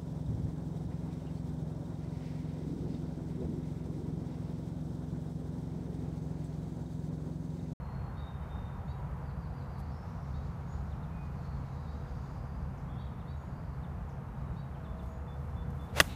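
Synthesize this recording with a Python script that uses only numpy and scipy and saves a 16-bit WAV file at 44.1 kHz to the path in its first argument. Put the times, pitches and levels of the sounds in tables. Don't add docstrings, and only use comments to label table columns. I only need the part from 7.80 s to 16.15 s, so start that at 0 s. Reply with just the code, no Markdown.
import sys
import numpy as np
from scipy import signal
from scipy.fft import rfft, irfft, next_fast_len
from scipy.io import wavfile
from scipy.ndimage import uniform_filter1d

SR = 44100
rng = np.random.default_rng(int(sys.argv[2]) if len(sys.argv) > 2 else 0)


def dump(signal):
    limited = np.clip(np.atleast_2d(signal).T, -1, 1)
    pcm = np.round(limited * 32767).astype(np.int16)
    wavfile.write(sys.argv[1], SR, pcm)


N = 368250
TIME = np.arange(N) / SR
HIT_S, TURF_S = 8.20135, 8.2072


def undb(db):
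    return 10 ** (np.asarray(db) / 20)


def unit(x):
    return x / np.sqrt(np.mean(x ** 2))


def response(points, size):
    hz, db = np.transpose(points)
    return undb(np.interp(np.log(np.fft.rfftfreq(size, 1 / SR) + 1), np.log(hz), db))


def colour(x, points):
    size = next_fast_len(N, True)
    return unit(irfft(rfft(x, size) * response(points, size), size)[:N])


def noise(points):
    return colour(rng.standard_normal(N), points)


def grains(per_s, spread_db):
    snaps = (rng.random(N) < per_s / SR) * rng.choice([-1, 1], N)
    return snaps * undb(spread_db * np.minimum(rng.exponential(size=N), 4))


def walk(rate_hz):
    k = int(SR / rate_hz)
    steps = np.repeat(rng.standard_normal(N // k + 2), k)
    smooth = uniform_filter1d(uniform_filter1d(steps, k), k)
    return unit(smooth[k // 2:k // 2 + N])


def swells(rows):
    return np.sqrt(sum(undb(db) ** 2 * np.exp(-((TIME - s) / width) ** 2) for s, width, db in rows))


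def decay(t, t60_s):
    return np.exp(-np.log(1000) * t / t60_s)


def fade(start_s, hold_s, t60_s):
    return (TIME >= start_s) * decay(np.maximum(TIME - start_s - hold_s, 0), t60_s)


def ring(t, hz, t60_s):
    return np.sin(2 * np.pi * hz * t) * decay(t, t60_s)


def add(out, s, sound):
    i = int(np.clip(s * SR, 0, N - 1))
    out[i:i + len(sound)] += sound[:N - i]


def traffic(rumble_db=-40.5, roar_db=-52.5):
    # (frequency [Hz], level [dB])
    rumble_spectrum = [(20, -26), (30, -21.5), (45, -5), (68, 2), (100, -5), (150, -4), (200, -10),
                       (270, -18), (360, -30), (600, -39)]
    # (frequency [Hz], level [dB])
    roar_spectrum = [(150, -13.5), (400, 1.5), (570, 0.5), (780, 3), (1000, 1.5), (1300, -2.5),
                     (1700, -9.5), (2300, -16.5), (3200, -24.5), (4500, -31), (8000, -34), (15000, -36.5)]
    # (time [s], half-width [s], level [dB])
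    far_car = [(.8, 0.7, -58)]
    bass = signal.sosfilt(signal.butter(2, 600, fs=SR, output="sos"), noise(rumble_spectrum))
    rumble = bass * undb(rumble_db + 1.03 * walk(11))
    roar = noise(roar_spectrum) * np.hypot(undb(roar_db), swells(far_car)) * undb(.27 * walk(7))
    return rumble + roar


def tone(hz, db, wander_hz):
    gain = undb(db + 2 * walk(4))
    pitch_hz = hz + wander_hz * walk(7)
    return gain * np.sin(2 * np.pi * np.cumsum(pitch_hz) / SR)


def mower(blade_hz=162, blade_db=-66):
    # (frequency [Hz], level [dB], wander [Hz])
    hum = [(74.2, -44.5, 2.54), (136, -45, 0.82), (164.7, -51, 1.53), (333, -70.5, 0.67)]
    # (time [s], half-width [s], harmonic [number], level [dB])
    blade_swells = [(.05, 0.13, 3, -62), (1.1, 0.63, 6, -62.5), (1.55, .3, 3, -63.5), (4.35, 0.39, 3, -58),
                    (7.22, 0.16, 4, -55.5), (7.65, 0.55, 3, -57.5)]
    engine = sum(tone(hz, db, wander_hz) for hz, db, wander_hz in hum)
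    blade = tone(3 * blade_hz, blade_db, wander_hz=1)
    for s, width_s, harmonic, db in blade_swells:
        blade += swells([(s, width_s, db)]) * tone(harmonic * blade_hz, 0, wander_hz=1)
    return engine + blade


def note(length_s, start_hz, middle_hz, end_hz, depth_hz, trill_hz=45):
    u = np.linspace(0, 1, max(int(length_s * SR), 64))
    t = u * length_s
    arch_hz = np.polyval(np.polyfit([0, .5, 1], [start_hz, middle_hz, end_hz], 2), u)
    jitter = np.interp(t, np.arange(N // 100) / 200, rng.standard_normal(N // 100))
    pitch_hz = arch_hz + depth_hz * (np.sin(2 * np.pi * trill_hz * t) + .5 * jitter)
    return unit(np.sin(2 * np.pi * np.cumsum(pitch_hz) / SR) * signal.windows.tukey(len(u), .3))


def wood(song, t60_s, direct_db, echo_db):
    tail = rng.standard_normal(SR) * decay(TIME[:SR], t60_s)
    echo = signal.fftconvolve(song, tail / np.linalg.norm(tail))[:N]
    return undb(direct_db) * song + undb(echo_db) * echo


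def far_birds(seep_hz=(6580, 6770, 6760), seep_s=.083, buzz_share=.045, flutter_db=1.5):
    # (time [s], length [s], pitch [Hz], source level [dB], trill depth [Hz])
    whistles = [(0, .07, 4225, -70, 19), (.08, .22, 4270, -73.5, 35), (.345, 0.2, 3690, -65.5, 55),
                (.6, 0.085, 3070, -74, 40), (.679, .2, 3650, -65.5, 28), (3.29, 0.15, 2478, -70, 10),
                (5.28, .3, 3530, -78, 36), (5.81, .2, 4180, -78, 17), (6.43, .45, 3830, -83, 70)]
    # (time [s], length [s], pitch [Hz], source level [dB])
    buzzes = [(1.97, .2, 4560, -74), (2.096, 0.16, 5300, -72.5), (2.259, .22, 5650, -78),
              (3.55, .24, 4430, -74), (3.8, 0.45, 3950, -78), (3.87, 1.07, 4740, -76.5),
              (5.07, 0.19, 3400, -68), (5.64, .39, 4630, -78.5)]
    # (time [s], source level [dB])
    seeps = [(1.05, -79), (2.87, -73), (4.4, -76), (5.56, -75), (7.26, -74)]
    song = np.zeros(N)
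    for s, length_s, hz, db, depth_hz in whistles:
        add(song, s, undb(db) * note(length_s, hz, hz, hz, depth_hz))
    for s, length_s, hz, db in buzzes:
        add(song, s, undb(db) * note(length_s, hz, hz, hz, depth_hz=buzz_share * hz))
    for s, db in seeps:
        add(song, s, undb(db) * note(seep_s, *seep_hz, depth_hz=70))
    return wood(song * undb(flutter_db * walk(40)), t60_s=.73, direct_db=-6, echo_db=-4)


def chorus(murmur_db=-83, flicker_db=1.8):
    # (time [s], half-width [s], level [dB])
    waves = [(2.6, 0.66, -75), (4.15, 0.47, -74.5)]
    # (frequency [Hz], level [dB])
    spectrum = [(2500, -29), (3500, -2), (4400, 0.5), (5400, -3.5), (6500, -5), (7800, -11.5), (10000, -33)]
    return np.hypot(undb(murmur_db), swells(waves)) * noise(spectrum) * undb(flicker_db * walk(30.05))


def near_birds(whip_cycles=205, pip_hz=3492, pip_s=.045, chirp_hz=(3480, 3840, 3760), upper_ratio=1.178):
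    # (time [s], start pitch [Hz], source level before the taper [dB])
    whips = [(3.1, 4370, -70), (3.218, 4430, -72), (4.255, 4200, -75), (4.97, 7300, -70.5),
             (5.245, 4430, -71), (5.385, 4350, -72), (6.02, 4330, -70), (6.287, 7300, -70),
             (6.93, 3700, -72), (7.032, 4300, -70), (7.178, 4250, -68.5), (8.075, 4400, -71)]
    # (time [s], source level [dB])
    pips = [(7.06, -75), (7.475, -68.5), (7.758, -68.5), (7.99, -68)]
    # (time [s], source level of the lower voice [dB])
    chirps = [(.365, -71.5), (1.075, -69.5), (2.535, -70.5), (4.07, -72), (5.18, -69.5), (5.475, -69),
              (6.759, -71.5)]
    song = np.zeros(N)
    for s, hz, db in whips:
        whip = note(whip_cycles / hz, hz, .82 * hz, .55 * hz, depth_hz=70)
        add(song, s, undb(db) * whip * np.hanning(len(whip)) ** .5)
    for s, db in pips:
        add(song, s, undb(db) * note(pip_s, pip_hz, pip_hz, pip_hz, depth_hz=12))
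    for s, db in chirps:
        length_s = .05 + .0036 * rng.standard_normal()
        arch_hz = np.array(chirp_hz) * (1 + .0062 * rng.standard_normal())
        lower = note(length_s, *arch_hz, depth_hz=12)
        upper = undb(-3) * note(length_s, *(upper_ratio * arch_hz), depth_hz=15)
        add(song, s, undb(db) * (lower + upper))
    return wood(song, t60_s=.67, direct_db=-2, echo_db=-4)


def slurring_bird(start_s=1.42, period_s=.156, length_s=.105, first_db=-73.5, growth_db=1.4):
    song = np.zeros(N)
    for k in range(4):
        slur = note(length_s, start_hz=4800, middle_hz=4560, end_hz=3550, depth_hz=60)
        add(song, start_s + k * period_s, undb(first_db + k * growth_db) * slur)
    return wood(song, t60_s=.8, direct_db=-10, echo_db=-3.5)


def brushes():
    # (time [s], half-width [s], level [dB])
    touches = [(1.998, 0.011, -64.5), (7.26, .05, -72.5), (7.65, .12, -77), (7.907, 0.0027, -64),
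               (8.04, .09, -72)]
    snaps = grains(per_s=4000, spread_db=3.3)
    return swells(touches) * colour(snaps, [(500, -20), (3000, -2), (8000, -4), (15000, -5)])


def ticking_bird(start_s=3.8, period_s=.122, length_s=.016, hz=6350, source_db=-78, scatter_db=2):
    song = np.zeros(N)
    for k, chance in enumerate(rng.standard_normal(9)):
        tick = note(length_s, 1.05 * hz, hz, .95 * hz, depth_hz=0)
        add(song, start_s + k * period_s, undb(source_db + scatter_db * chance) * tick)
    return wood(song, t60_s=.6, direct_db=-3, echo_db=-5)


def swish(fastest_s=8.183, width_s=.024, shaft_hz=590, whistle_db=-36.5, rush_db=-33.5):
    # (frequency [Hz], level [dB])
    rush_spectrum = [(200, -6), (600, 1.5), (1200, -1), (2500, -4.5), (4000, -10.5), (7000, -16.5),
                     (11000, -20), (15000, -23)]
    speed = (1 + ((TIME - fastest_s) / width_s) ** 2) ** -.2
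    speed *= np.interp(TIME, [HIT_S, TURF_S], [1, .88])
    pitch_hz = shaft_hz * speed * (1 + .012 * walk(300))
    whistle = np.sin(2 * np.pi * np.cumsum(pitch_hz) / SR) * undb(whistle_db + 2 * walk(150))
    rush = undb(rush_db) * noise(rush_spectrum)
    return speed ** 6 * whistle + speed ** 10.4 * rush


def strike(crack_db=4, grit_db=-17, ring_db=-9, thud_db=-19):
    # (frequency [Hz], level [dB])
    crack_spectrum = [(100, -8), (500, -2), (1100, 1.5), (2800, -1), (4500, -1), (7000, -8), (11000, -16),
                      (15000, -23)]
    # (frequency [Hz], relative level [dB], t60 [s])
    modes = [(810, -14, .028), (1199, -8, .032), (1422, -7, .028), (1660, -4, .026), (1832, -1, .022),
             (1980, -2, .021), (2490, -9, .022), (2800, -8, .018), (3255, -6, .021), (3413, -9, .017),
             (4100, -20, .026), (5010, -22, .025), (5780, -15, .018), (7130, -24, .028), (8420, -25, .024),
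             (10870, -21, .027)]
    size = 4096
    t, out = TIME[:size], np.zeros(N)
    cepstrum = irfft(np.log(response(crack_spectrum, size)))
    crack = irfft(np.exp(rfft(2 * cepstrum[:size // 2], size)))
    add(out, HIT_S, -undb(crack_db) * crack / np.linalg.norm(crack))
    grit = noise(crack_spectrum)[size:2 * size] * decay(t, t60_s=.013)
    add(out, HIT_S, undb(grit_db) * grit)
    body = sum((-1) ** k * undb(db) * ring(t, hz, t60_s) for k, (hz, db, t60_s) in enumerate(modes))
    add(out, HIT_S, undb(ring_db) * body)
    add(out, TURF_S, undb(thud_db) * ring(t, hz=160, t60_s=.053))
    return out


def divot(clod_db=-22, clod_s=.0018, sod_db=-29, tear_db=-20.5, crumbs_db=-43):
    # (frequency [Hz], level [dB])
    soil_spectrum = [(200, -1), (600, 5.5), (2000, -2), (4000, -7.5), (7000, -7), (12000, -10),
                     (15000, -10)]
    bite = swells([(TURF_S + clod_s, clod_s, clod_db)])
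    clod = bite * noise([(80, 7), (300, -4), (700, -9), (2200, 3), (3500, -1), (6000, -31)])
    sod = undb(sod_db) * ring(np.maximum(TIME - TURF_S, 0), hz=285, t60_s=.055)
    tear = undb(tear_db) * fade(HIT_S, hold_s=.005, t60_s=.021)
    crumbs = undb(crumbs_db) * fade(HIT_S, hold_s=0, t60_s=.45)
    soil = colour(grains(per_s=8000, spread_db=3.7), soil_spectrum)
    return clod + sod + (tear + crumbs) * soil


def tree_echo():
    # (time [s], half-width [s], level [dB])
    arrival = [(8.315, 0.031, -53.5)]
    # (frequency [Hz], level [dB])
    spectrum = [(500, -15), (1500, -6), (2800, 2), (3300, -4), (3800, 4), (4600, -9), (8000, -16),
                (15000, -40)]
    return swells(arrival) * noise(spectrum)


def scene():
    background = traffic() + mower() + brushes()
    shot = swish() + strike() + divot() + tree_echo()
    birds = chorus() + far_birds() + near_birds() + slurring_bird() + ticking_bird()
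    return (background + shot + birds)[None]


def record(dry):
    top_hz = 15050
    lowpass = signal.ellip(10, .2, 80, top_hz, fs=SR, output="sos")
    return signal.sosfilt(lowpass, np.clip(dry, -.85, .85))


dry = scene()
out = record(dry)
dump(out)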